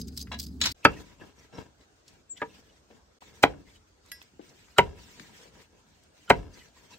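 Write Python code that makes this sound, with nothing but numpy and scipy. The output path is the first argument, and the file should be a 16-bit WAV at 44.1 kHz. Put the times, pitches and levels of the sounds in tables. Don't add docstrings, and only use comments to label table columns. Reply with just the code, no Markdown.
import sys
import numpy as np
from scipy import signal
from scipy.fft import rfft, irfft
from scipy.io import wavfile
from scipy.ndimage import uniform_filter1d

SR = 44100
rng = np.random.default_rng(int(sys.argv[2]) if len(sys.argv) > 2 else 0)


def materialize(psi):
    bounded = np.clip(np.atleast_2d(psi).T, -1, 1)
    quanta = np.round(bounded * 32767).astype(np.int16)
    wavfile.write(sys.argv[1], SR, quanta)


def ratio_of_db(decibels):
    return 10 ** (np.asarray(decibels, float) / 20)


N = 307818

# fade_out_end_s, fade_in_start_s
SCENE_CHANGES = [
    (.726, .744),
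    (3.188, 3.205),
]

# start_s, level_db
STOVE_SPECTRUM = [(15, -61), (25, -25), (60, -7.5), (119, -10.5), (213, -4), (266, -6.5), (316, -19.5),
                  (444, -19), (519, -65), (1500, -60.5), (1950, -76), (3300, -120)]
STOVE_LEVEL = [
    (0.0, -43),
    (0.582, -44.5),
    (0.63, -40),
    (0.694, -45),
    (0.73, -45),
]
FLUE_HZ, FLUE_DB = 70, 2

# pitch_hz, density_db_per_hz
KNIFE_SPECTRUM = [(880, -55), (1500, -27), (2850, -18), (4850, 1), (5700, -8), (8860, -10), (9890, -53),
                  (11300, -5), (13900, -35), (15200, -8.5), (16000, -9), (16500, -38)]
# start_s, end_s, start_db, end_db
STROKES = [
    (0, 0.02, -44, -58),
    (0.075, 0.085, -55, -56),
    (0.117, 0.168, -78, -62),
    (0.17, 0.227, -52, -47.5),
    (0.388, 0.45, -54, -50),
    (0.464, 0.48, -51, -63),
    (0.606, 0.725, -48.5, -51),
]
# centre_s, half_width_s, level_db
CATCHES = [(0.018, .003, -46), (.085, 0.0024, -51.5), (.168, .002, -51), (0.1772, 0.0021, -34),
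           (0.182, .001, -39), (.194, .0015, -43), (.2045, 0.0022, -45), (.215, 0.0026, -41),
           (0.226, 0.0018, -46), (.391, 0.0014, -37), (0.4, 0.0023, -32), (0.406, .002, -42),
           (.418, .002, -45), (0.431, 0.0016, -45), (.44, .003, -47), (.468, 0.0015, -49),
           (0.659, 0.0041, -34), (.721, 0.004, -39.5)]

# pitch_hz, level_db, t60_s
SMALL_KNIFE_MODES = [(3900, -12, .04), (4850, -1, .035), (5020, 0, .045), (6300, -9, .05), (7200, -14, .03),
                     (11300, -10, .03)]
FLAT_BLADE_MODES = [(1680, -14, .07), (1975, -6, .04), (2975, 1, .03), (3255, -8, .08), (3530, -6, .12),
                    (3955, 3, .16), (4278, -11, .2), (5030, -6, .14), (5510, -3, .1), (6250, -8, .03),
                    (6807, -9, .12), (7950, -3, .025)]
HELD_BLADE_MODES = [(1653, -3, .16), (1960, 0, .15), (2692, -20, .2), (3300, -6, .06), (3962, -20, .25),
                    (5039, -6, .32), (5523, -9, .28), (7311, -8, .05), (9044, -5, .12), (11340, -1, .1),
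                    (12060, -4, .06), (12630, -6, .07)]
# pitch_hz, level_db, t60_s
BOARD_MODES = [(705, 0.5, 0.075), (1000, -1.5, 0.074), (1666, 0, .16), (2733, -8.5, 0.085),
               (3337, -2, 0.05), (3933, -2, 0.12)]
# pitch_hz, level_db
TICK_SPECTRUM = [(300, -11), (700, -6), (2000, -1), (5000, 4), (9000, -13.5), (10200, -26), (11500, -11.5),
                 (15000, -25.5)]
# start_s, level_db, dry_tick_db
CLINKS = [
    (0.0144, -26.5, -37),
    (0.0837, -39, -5),
    (0.1231, -49, -1),
    (0.1773, -33, -7),
    (0.2129, -36, -21),
    (0.2264, -31, -20),
    (0.396, -25.5, -11.5),
    (0.4672, -38.5, -11),
    (0.4855, -43.5, -13),
    (0.7195, -30, -10),
]
CLATTER = [
    (0.321, -30, -14),
    (0.6136, -7.5, -3.5),
    (.636, -17, 2.5),
    (0.6556, -22.5, 11.5),
    (0.668, -26.5, 12),
    (.688, -39, 13),
    (1.538, -47, -10),
    (1.574, -45, -5),
    (1.809, -50, -14.5),
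]
PINGS = [
    (4.083, -58, -4),
    (4.1165, -28, -5),
    (4.224, -62, 0),
]
FAR_KNOCKS = [
    (.3165, -28.5, -4),
    (.327, -29.5, -3),
    (.339, -31, -5),
]

# start_s, peak_db, centre_hz, left_right_db
TAPS = [(0.2707, -44, 1740, 1), (0.3431, -35, 2750, 3.5), (1.2073, -51, 1640, 4), (2.0797, -42, 5200, 0),
        (2.374, -42, 3300, 2), (2.372, -48, 6200, 0), (2.91, -49, 2440, 9), (3.2185, -41, 926, 4),
        (3.5364, -46, 1290, 10), (4.4136, -49.5, 2880, 4.5), (4.4917, -45.5, 5530, .5),
        (4.6843, -52.5, 1720, 13.5), (4.862, -49, 1110, .5), (5.6, -52, 1900, 1.5),
        (6.5905, -50.5, 2930, -10.5), (6.9064, -49, 3640, 7)]
# start_s, peak_db, centre_hz, left_right_db
THUDS = [
    (1.213, -43, 440, 4.5),
    (2.902, -47, 338, 3),
    (4.335, -53, 186.5, .5),
    (4.393, -34, 330, 7.5),
    (5.2, -42, 192, 3.5),
    (5.454, -45, 506, 6.5),
    (6.925, -56, 277, 2),
]
# start_s,
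# peak_db, centre_hz, left_right_db
GRIT = [(0.605, -34, 2800, 2.5), (.628, -34, 1300, 2), (.643, -23, 2220, 2), (.651, -32, 1000, 0),
        (.66, -16, 4900, -0.5), (0.671, -24, 3400, 2.5), (.681, -40, 1500, 1.5), (.692, -33, 2600, 2),
        (.702, -41.5, 1290, 2), (.711, -38, 2300, 2), (.315, -31.5, 905, 1), (.332, -35, 740, 0.5),
        (.318, -31, 2280, 1.5), (0.326, -37.5, 1500, 0.5), (0.342, -33.5, 2600, 2), (0.639, -19, 3600, 1)]
# start_s, peak_db, centre_hz, left_right_db
CLICKS = [(.92, -49, 5500, 0), (3.4495, -20, 900, 1), (3.512, -46, 2500, 2), (4.0615, -50, 6000, -2),
          (4.1168, -30, 8000, -1), (4.1168, -37, 15000, -1), (4.1175, -30, 3400, -1),
          (4.216, -41, 1900, -4), (4.2245, -45, 11500, -1), (4.227, -46, 3300, -2), (5.1968, -35, 1600, 8),
          (5.1968, -35, 2800, 8), (5.403, -50, 2600, 2), (5.617, -47, 1700, 1.5), (5.619, -52, 3800, 1),
          (6.036, -56, 7500, 0), (6.685, -55, 4500, 0)]
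TAP_T60, THUD_T60, CLICK_T60 = .05, .1, .018

# pitch_hz, t60_s
YARD_DECAY = [(60, 0.37), (200, 0.59), (500, 0.31), (1000, 0.14), (2500, 0.14), (5000, 0.15), (10000, 0.08)]

# start_s, length_s, rustle_db, rubbing_db
MOVES = [(.76, .08, -62, -66), (.87, .15, -58, -52), (1.03, .1, -63, -60), (1.17, .1, -62, -54),
         (1.34, .11, -61, -61), (1.51, .1, -59, -43.5), (1.76, .05, -65, -64), (2.04, .12, -64, -65),
         (2.34, .26, -62, -61), (2.62, .15, -65, -64), (2.88, .08, -70, -59), (3.18, .24, -60, -60),
         (3.62, .15, -66, -70), (4.02, .24, -64, -66), (4.39, .13, -61, -63), (4.53, .23, -63, -65),
         (4.94, .53, -57.5, -60), (5.5, .125, -60, -60), (5.68, .42, -70, -70), (6.13, .14, -62, -70),
         (6.5, .16, -59, -59), (6.71, .16, -63, -63), (6.88, .06, -55, -56)]
RISE_S, RELEASE_DB_PER_S, WAVER_DB = 0.054, 220.5, 2
RUMBLE_DB, RUMBLE_TOP_DB = -9.5, -60.5
# rustle_db, rubbing_db, rumble_db
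REST_DB = (-74, -78, -68)
# rustle_db, rubbing_db, rumble_db
TOUCH_DB = (-56, -41, -55.5)
TOUCH_S = 0.013
# rustle_db, rubbing_db, rumble_db
SHUDDER_DB = (-46, -31, -24)
SHUDDER_S, SHUDDER_DB_PER_S = 0.052, 93.5
# pitch_hz, density_db_per_hz
RUSTLE_SPECTRUM = [(710, -34), (1200, -6.5), (1940, 0.5), (6860, -4.5), (9230, -11.5), (10200, -32.5),
                   (11400, -13.5), (13000, -20.5), (13700, -38), (15300, -12), (16500, -35.5)]
RUMBLE_SPECTRUM = [(15, -33.5), (25, -7), (53, 5.5), (102, -7), (139, -13.5), (194, -21), (300, -17),
                   (390, -39), (660, -120)]
# pitch_hz, level_db, t60_s
RUBBED_MODES = [(202, -0.5, 0.022), (300, 3, .018), (450, 3.5, .022), (620, -1.5, 0.011), (780, -2, 0.0096),
                (970, 0.5, .022), (1310, -4, .015), (1620, -2.5, .018), (2150, -6.5, .013),
                (2700, -5.5, .016), (3200, -11, .013), (4900, -13, .015), (5550, -14.5, .02)]
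# centre_s, pitch_hz, level_db
SQUEAKS = [(.846, 2500, -47), (.94, 2750, -52), (.975, 1880, -54), (.975, 2600, -54), (1.21, 2700, -59),
           (1.22, 1650, -56), (1.397, 5960, -60), (1.555, 5550, -59), (2.375, 2000, -60),
           (2.376, 3020, -56), (2.378, 3450, -55), (2.411, 1650, -52), (2.51, 2750, -61), (2.7, 2900, -65),
           (3.68, 2050, -63), (3.696, 3440, -66), (3.76, 3040, -63), (4.098, 3960, -62), (4.52, 520, -61),
           (4.776, 3900, -56), (4.78, 1350, -43), (5.038, 5580, -62), (5.24, 1950, -59), (5.352, 3250, -59),
           (5.405, 480, -58), (5.435, 490, -60), (5.53, 460, -62), (5.585, 470, -61), (5.612, 490, -59),
           (6.292, 3100, -51), (6.294, 1400, -48), (6.543, 4750, -59), (6.545, 6100, -61),
           (6.605, 2980, -57), (6.618, 1980, -59), (6.77, 980, -62), (6.78, 1918, -62), (6.92, 940, -55),
           (6.92, 5600, -60), (6.94, 3950, -56), (6.942, 2650, -56)]
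SQUEAK_S = .045

# start_s, force_db, splintering_s, flesh_crunch_db, table_thump_db
BLOWS = [
    (0.85, .5, .012, -29, -15),
    (2.4164, -22.5, 0.019, -34.5, -14),
    (3.433, 1.5, .0085, -24, -20),
    (4.7842, -0.5, .011, -20.5, -13),
    (6.301, 0.5, 0.01, -25.5, -14),
]
# pitch_hz, density_db_per_hz
BONE_SPECTRUM = [(120, -38), (250, -11), (700, -7), (1600, -8), (2700, -12.5), (4000, -24.5), (5600, -39),
                 (14000, -62)]
# pitch_hz, level_db
BONES = [
    (-0.16, [(430, -4), (690, -9), (900, 1), (1310, 8), (1700, 5.5), (1950, -8.5), (2700, 4), (2950, -10.5), (3250, 2.5), (3900, -17.5), (4700, 12)]),
    (-2.1, [(470, 6), (700, -9), (950, 5.5), (1220, 7.5), (1450, -3), (1700, 10), (2230, 3), (2600, -4), (3000, -4), (3500, -2), (4200, -8)]),
    (-.5, [(280, 9), (350, 4), (730, 4), (810, 6.5), (950, -2.5), (1180, -5.5), (1550, 2), (1730, -13), (2450, 6.5), (2750, -11.5), (3270, 6), (3550, -6.5), (3900, 7.5)]),
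    (-1, [(260, -8), (305, -8), (400, 4.5), (700, -3.5), (1500, -3), (970, 3), (1150, -7.5), (1700, -8.5), (2050, 5), (2550, -7.5), (2950, 6), (3500, -8), (3950, 4), (4300, -6.5)]),
    (-0.66, [(420, 4), (780, 3.5), (1150, -4.5), (1310, -2.5), (1510, 0), (1750, -6.5), (2080, 5.5), (2600, -4.5), (2900, -5.5), (3500, -16), (3990, 3.5), (4500, -6.5)]),
]
RESONANCE_OCTAVES = 0.066
# delay_s, level_db
SECOND_CRACKS = [
    (.009, -12),
    (.012, -4),
    (.006, 0),
    (.011, -16),
    (.011, -7),
]
SECOND_S = 0.0013
FLESH_LEADS = [.0055, .004, .0075, .0045, .005]
BLOCK_FREEDOM = [1.5, 1.5, -3, 0, 0.5]
# pitch_hz, level_db, t60_s
BLOCK_MODES = [(310, -4, .08), (450, 0, 0.1), (605, -3, 0.058), (722, -6, 0.057), (812, -6.5, 0.068),
               (963, 3.5, 0.08), (1083, -8, 0.051), (1301, -6.5, 0.055), (1505, -4, .05),
               (1725, -2.5, 0.034), (1910, -3, 0.04), (2110, -7, .05), (2360, -5, .055), (2720, -7.5, 0.1),
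               (3040, -9, 0.043), (3250, -9.5, 0.038)]
TABLE_MODES = [(55, -25, 0.2), (75, -14, 0.22), (110, 1.5, 0.13), (147, 5.5, .15), (190, 4.5, 0.17)]
BLOCK_DB, LIGHT_RING = -30.5, .15
DENSE_DB, DENSE_T60 = -14, .1
# pitch_hz, level_db
FLESH_SPECTRUM = [(600, -10.5), (1500, -6), (3500, -3.5), (8000, -5), (10300, -11), (11600, -2.5),
                  (13500, -14), (16000, -19.5)]
SPRAY_DB, SPRAY_DB_PER_S = -21.5, 200

# start_s, length_s, from_hz, to_hz, level_db
CHIRP = (2.289, .058, 7600, 7280, -37)
CHIRP_ECHO_DB, CHIRP_ECHO_T60 = -13, .4

# pitch_hz, density_db_per_hz
AIR_SPECTRUM = [(15, -34.5), (25, 0.5), (70, -5), (457, -7.5), (1150, -15), (1550, -13.5), (1980, -22.5),
                (6380, -20.5), (9080, -29.5), (10100, -53), (11600, -35), (13600, -55.5), (16500, -70)]
AIR_DB = -64.5
# pitch_hz, correlation
LIKENESS = [(60, 1), (180, 0.66), (550, 0.15), (1650, -0.15), (4970, -0.24), (15000, 0.79)]
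# pitch_hz, level_db
HOUSING = [(8600, 0), (9400, -2), (10200, -6), (11000, 0.5), (12900, 0), (13800, -13), (14600, 0.5),
           (15800, -0.5)]


def evened(x):
    return x / np.sqrt(np.mean(x ** 2) + 1e-20)


def read(points, hz):
    f, value = np.transpose(points)
    return np.interp(np.log(hz + 1), np.log(f + 1), value)


def level(rows):
    return ratio_of_db(np.interp(np.arange(N) / SR, *np.transpose(rows)))


def add(mix, s, sound, pan_db=0., lag=0):
    era = int(s > SCENE_CHANGES[0][0])
    for side, shift, sign in ((0, 0, 0.62), (1, lag, -1.1)):
        part = mix[era, side, round(s * SR) + shift:][:len(sound)]
        part += ratio_of_db(sign * pan_db / 2) * sound[:len(part)]


def colour(points, size=2048):
    hz = abs(np.fft.fftfreq(size, 1 / SR))
    log_gain = np.log(ratio_of_db(np.maximum(read(points, hz), -90)))
    taps = np.fft.ifft(np.exp(np.conj(signal.hilbert(log_gain)))).real[:size // 2]
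    return taps / np.linalg.norm(taps)


def ring(modes, spread_db, detune, size=13000):
    t = np.arange(size) / SR
    out = np.zeros(size)
    for hz, db, t60 in modes:
        strike, shift = rng.standard_normal(2)
        decay = ratio_of_db(db + spread_db * strike - 60 * t / abs(t60))
        out += decay * np.sin(2 * np.pi * hz * (1 + detune * shift) * t)
    return out / abs(out).max()


def noise(points, patchy_db, size=512, apart=1.):
    hz = np.fft.rfftfreq(size, 1 / SR)
    a, b, c, d, patches = rng.standard_normal((N * 4 // size + 5, len(hz), 5)).T
    patches = uniform_filter1d(patches, size=6, axis=0)
    patches = evened(uniform_filter1d(patches, size=10, axis=1))
    same = np.clip(1 - apart * (1 - read(LIKENESS, hz)), -1, 1)[:, None]
    left = a + 1j * b
    right = same * left + np.sqrt(1 - same ** 2) * (c + 1j * d)
    z = np.array([left, right]) * ratio_of_db(read(points, hz)[:, None] + patchy_db * patches)
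    return evened(signal.istft(z, nperseg=size, noverlap=size * 3 // 4)[1][:, :N])


def stove():
    drift = evened(uniform_filter1d(rng.standard_normal(N), size=4000))
    tone = np.sin(2 * np.pi * np.cumsum(FLUE_HZ + 3 * drift) / SR)
    return noise(STOVE_SPECTRUM, 2.2, size=2048, apart=.15) + ratio_of_db(FLUE_DB) * tone


def paring():
    t = np.arange(N) / SR
    gain, catches = np.zeros(N), np.zeros(N)
    for a, b, a_db, b_db in STROKES:
        edges = np.interp(t, [a - .004, a, b, b + 0.0081], [0, 1, 1, 0])
        gain += ratio_of_db(np.interp(t, [a, b], [a_db, b_db])) * edges
    for s, width, db in CATCHES:
        catches += ratio_of_db(db) * np.exp(-.5 * ((t - s) / width) ** 2)
    grit = ratio_of_db(2 * evened(uniform_filter1d(rng.standard_normal(N), size=120)))
    return (gain * grit + catches + ratio_of_db(-68)) * noise(KNIFE_SPECTRUM, 3, size=256, apart=.35)


def struck_body(mix, knocks, modes, pan_db, spread_db):
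    t = np.arange(1500) / SR
    for s, db, tick_db in knocks:
        body = ring(modes, spread_db, 0)
        onset = np.clip(np.arange(len(body)) / SR / .0008, 0, 1)
        add(mix, s, ratio_of_db(db) * body * onset, pan_db)
        tick = rng.standard_normal(1500) * ratio_of_db(-60 * t / 0.045) * np.clip(t / 0.003, 0, 1)
        add(mix, s, ratio_of_db(db + tick_db - 6) * np.convolve(tick, colour(TICK_SPECTRUM)), pan_db, lag=-5)


def taps(mix, rows, sharpness, rise, t60):
    t = np.arange(5000) / SR
    for s, db, hz, pan_db in rows:
        puff = rng.standard_normal(5000) * ratio_of_db(-60 * t / t60) * np.clip(t / rise, 0, 1)
        peak = signal.iirpeak(hz, sharpness, SR)
        knock = signal.lfilter(*peak, signal.lfilter(*peak, puff))
        add(mix, s - rise / 2, ratio_of_db(db) * knock / abs(knock).max(), pan_db, lag=round(3 * pan_db))


def yard(x):
    echo = np.zeros((2, SR))
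    at = np.arange(300, SR - 20, 20) + rng.integers(0, 20, (2, (SR - 301) // 20))
    np.put_along_axis(echo, at, rng.choice([-1., 1.], at.shape), 1)
    hz, t, z = signal.stft(echo, SR, nperseg=512)
    decay = ratio_of_db(-60 * t / read(YARD_DECAY, hz)[:, None])
    tail = signal.istft(z * decay, SR, nperseg=512)[1]
    return signal.fftconvolve(x, tail / np.linalg.norm(tail[0]), axes=1)[:, :N]


def swell(t, s, rise, length, fall_db):
    return np.clip((t - s) / rise, 0, 1) * ratio_of_db(-fall_db * np.maximum(t - s - length, 0))


def handling():
    t = np.arange(0, N / SR + .01, .002)
    power = ratio_of_db(np.array(REST_DB))[:, None] ** 2 * np.ones(len(t))
    for s, length, rustle_db, rub_db in MOVES:
        rumble_db = min(rub_db, RUMBLE_TOP_DB) + RUMBLE_DB
        levels = ratio_of_db(np.array([[rustle_db], [rub_db], [rumble_db]]))
        power = power + (levels * swell(t, s, RISE_S, length, RELEASE_DB_PER_S)) ** 2
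    waver = uniform_filter1d(rng.standard_normal(power.shape), size=14)
    waver = evened(uniform_filter1d(waver, size=14))
    power = power * ratio_of_db(2 * WAVER_DB * waver)
    for s, force_db, _, _, thump_db in BLOWS:
        levels = ratio_of_db(force_db + thump_db + np.array(SHUDDER_DB))[:, None]
        power = power + (levels * swell(t, s, SHUDDER_S, SHUDDER_S, SHUDDER_DB_PER_S)) ** 2
        levels = ratio_of_db(force_db + np.array(TOUCH_DB))[:, None]
        power = power + (levels * swell(t, s - TOUCH_S, TOUCH_S, TOUCH_S, RELEASE_DB_PER_S)) ** 2
    return [np.interp(np.arange(N) / SR, t, np.sqrt(p)) for p in power]


def creaks():
    out = np.zeros((2, N + 4000))
    for at, pitch, length, size, side in rng.random((1600, 5)):
        hz = 1400 * 6.5 ** pitch
        t = np.arange(round(500 + 1800 * length)) / SR
        gain = np.sqrt(hz) * ratio_of_db(read(RUSTLE_SPECTRUM, hz) - 1.8 * np.log(size + .1))
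        grain = gain * np.sin(2 * np.pi * hz * t) * np.hanning(len(t))
        out[:, int(at * N):][:, :len(t)] += grain * np.sqrt([[side], [1 - side]])
    return evened(out[:, :N])


def rubbing():
    sizes = ratio_of_db(4 * np.minimum(rng.exponential(1, N), 3))
    slips = rng.standard_normal((2, N)) * sizes * (rng.random(N) < .07)
    slips[1] = 0.39 * slips[0] + .55 * slips[1]
    body = ring(RUBBED_MODES, 0, 0, size=4000)
    return evened(signal.oaconvolve(slips, body[None], axes=1)[:, :N])


def squeaks(mix):
    size = round(SQUEAK_S * SR)
    for s, hz, db in SQUEAKS:
        peak = signal.iirpeak(hz, min(28, hz / 70), SR)
        fuzz = evened(signal.lfilter(*peak, rng.standard_normal(6000))[1500:])
        add(mix, s - SQUEAK_S / 2, ratio_of_db(db) * fuzz[:size] * np.hanning(size))


def bone_colour(tilt_db, peaks):
    hz = np.geomspace(100, 16000, num=400)
    db = read(BONE_SPECTRUM, hz) + tilt_db * np.log2(hz / 1000)
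    for peak_hz, peak_db in peaks:
        db = db + peak_db * np.exp(-.5 * (np.log2(hz / peak_hz) / RESONANCE_OCTAVES) ** 2)
    return colour(np.transpose([hz, db]))


def blow(mix, row, bone, second, ring_db, lead):
    s, force_db, span, crunch_db, thump_db = row
    t, draw = np.arange(2048) / SR, rng.random((2048, 2))
    burst = np.clip(t / 0.0012, .55, 1) * ratio_of_db(-7 * (t / span) ** 1.6)
    burst = burst + ratio_of_db(second[1]) * np.exp(-.5 * ((t - second[0]) / SECOND_S) ** 2)
    cracks = rfft((draw[:, 0] < .07) * (2 * draw[:, 1] - 1) * burst)
    cracks = irfft(cracks / abs(cracks) ** .75) * np.sqrt(burst)
    cracks /= np.sqrt(np.sum(cracks ** 2) / (span * SR))
    snap = 0.38 * np.convolve(cracks, bone_colour(*bone))
    snap = signal.lfilter(*signal.butter(2, 300, "high", fs=SR), snap)
    dull = signal.filtfilt(*signal.butter(2, 1700, fs=SR), snap)
    bright = (snap - dull) * ratio_of_db(6.5 - 9 * np.arange(len(snap)) / SR / span)
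    wood_db = BLOCK_DB + ring_db - LIGHT_RING * force_db
    wood = ratio_of_db(wood_db) * signal.fftconvolve(snap, ring(BLOCK_MODES, 3, .004))
    dense = (draw[:, 0] - .5) * ratio_of_db(-60 * t / DENSE_T60) * np.clip(t / .004, 0, 1)
    dense = np.convolve(snap, dense / np.linalg.norm(dense))

    u = np.arange(1500) / SR - lead
    spray = ratio_of_db(SPRAY_DB - SPRAY_DB_PER_S * u)
    spray = spray * np.clip(u / .006, 0, 1) * np.clip((u[-1] - u) / .008, 0, 1)
    cut = np.clip(1 + u / lead, .2, 1) * ratio_of_db(-np.maximum(u - .001, 0) * 3000)
    crunch = np.convolve(rng.standard_normal(1500) * (cut + spray), colour(FLESH_SPECTRUM))
    push = np.hanning(200)
    thump = np.convolve(ring(TABLE_MODES, 0.88, 0.0091), push / push.sum())

    add(mix, s, ratio_of_db(force_db + DENSE_DB) * dense, 1.5, lag=6)
    add(mix, s, ratio_of_db(force_db) * dull, .6, lag=6)
    add(mix, s, ratio_of_db(force_db) * bright, -4, lag=3)
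    add(mix, s, ratio_of_db(force_db) * wood, 1.2, lag=6)
    add(mix, s - lead, ratio_of_db(force_db + crunch_db) * crunch, -2, lag=6)
    add(mix, s + 0.0016, ratio_of_db(force_db + thump_db) * thump, 1.2)


def bird(mix):
    s, length, from_hz, to_hz, db = CHIRP
    t = np.arange(6500) / SR
    u = np.clip(t / length, 0, 1)
    echo = u ** 2 * ratio_of_db(CHIRP_ECHO_DB - 60 * t / CHIRP_ECHO_T60)
    shape = np.sin(np.pi * u) ** 2 + echo
    hz = to_hz + (from_hz - to_hz) * (1 - u) ** 1.63
    tone = np.sqrt(2) * ratio_of_db(db) * shape * np.sin(2 * np.pi * np.cumsum(hz) / SR)
    add(mix, s, tone * signal.windows.tukey(len(t), .1), 8, lag=9)


def scene():
    knocks = np.zeros((2, 2, N))
    struck_body(knocks, CLINKS, SMALL_KNIFE_MODES, 2.5, 2.5)
    struck_body(knocks, FAR_KNOCKS, BOARD_MODES, 1.5, 4)
    struck_body(knocks, CLATTER, FLAT_BLADE_MODES, 1.5, 2.5)
    struck_body(knocks, PINGS, HELD_BLADE_MODES, -1, .8)
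    taps(knocks, TAPS, 1.1, .002, TAP_T60)
    taps(knocks, GRIT, 1.4, .002, TAP_T60)
    taps(knocks, CLICKS, 0.74, .001, CLICK_T60)
    taps(knocks, THUDS, 1.1, 0.0028, THUD_T60)
    squeaks(knocks)
    for row, *piece in zip(BLOWS, BONES, SECOND_CRACKS, BLOCK_FREEDOM, FLESH_LEADS):
        blow(knocks, row, *piece)
    bird(knocks)

    near = paring() + level(STOVE_LEVEL) * stove() + knocks[0] + ratio_of_db(-12) * yard(knocks[0])
    rustle, rub, rumble = handling()
    hands = rustle * (.9 * noise(RUSTLE_SPECTRUM, 3, size=512) + .35 * creaks())
    hands += rub * rubbing()
    hands += rumble * noise(RUMBLE_SPECTRUM, 2.5, size=2048)
    later = hands + knocks[1] + ratio_of_db(-21.5) * yard(knocks[1])
    first = np.arange(N) / SR < np.mean(SCENE_CHANGES[0])
    return np.where(first, near, later) + ratio_of_db(AIR_DB) * noise(AIR_SPECTRUM, 3, size=1024)


def top_cut(x):
    return signal.sosfilt(signal.butter(12, 17100, fs=SR, output="sos"), x)


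def record(dry):
    t, gain = np.arange(N) / SR, np.ones(N)
    for end, start in SCENE_CHANGES:
        gain *= np.interp(t, [end - .004, end, start, start + 0.0035], [0.99, 0.015, 0.017, 1.0])
    high_passed = signal.sosfilt(signal.butter(4, 52, "high", fs=SR, output="sos"), dry)
    limited = 0.98 * np.tanh(high_passed * gain / 1.002)
    hz = np.fft.rfftfreq(N, 1 / SR)
    response_db = read(HOUSING, hz) - np.clip((hz - 15820) / 4, 0, 45)
    finished = irfft(rfft(limited) * ratio_of_db(response_db), N)
    return top_cut(finished)


dry = scene()
out = record(dry)
materialize(out)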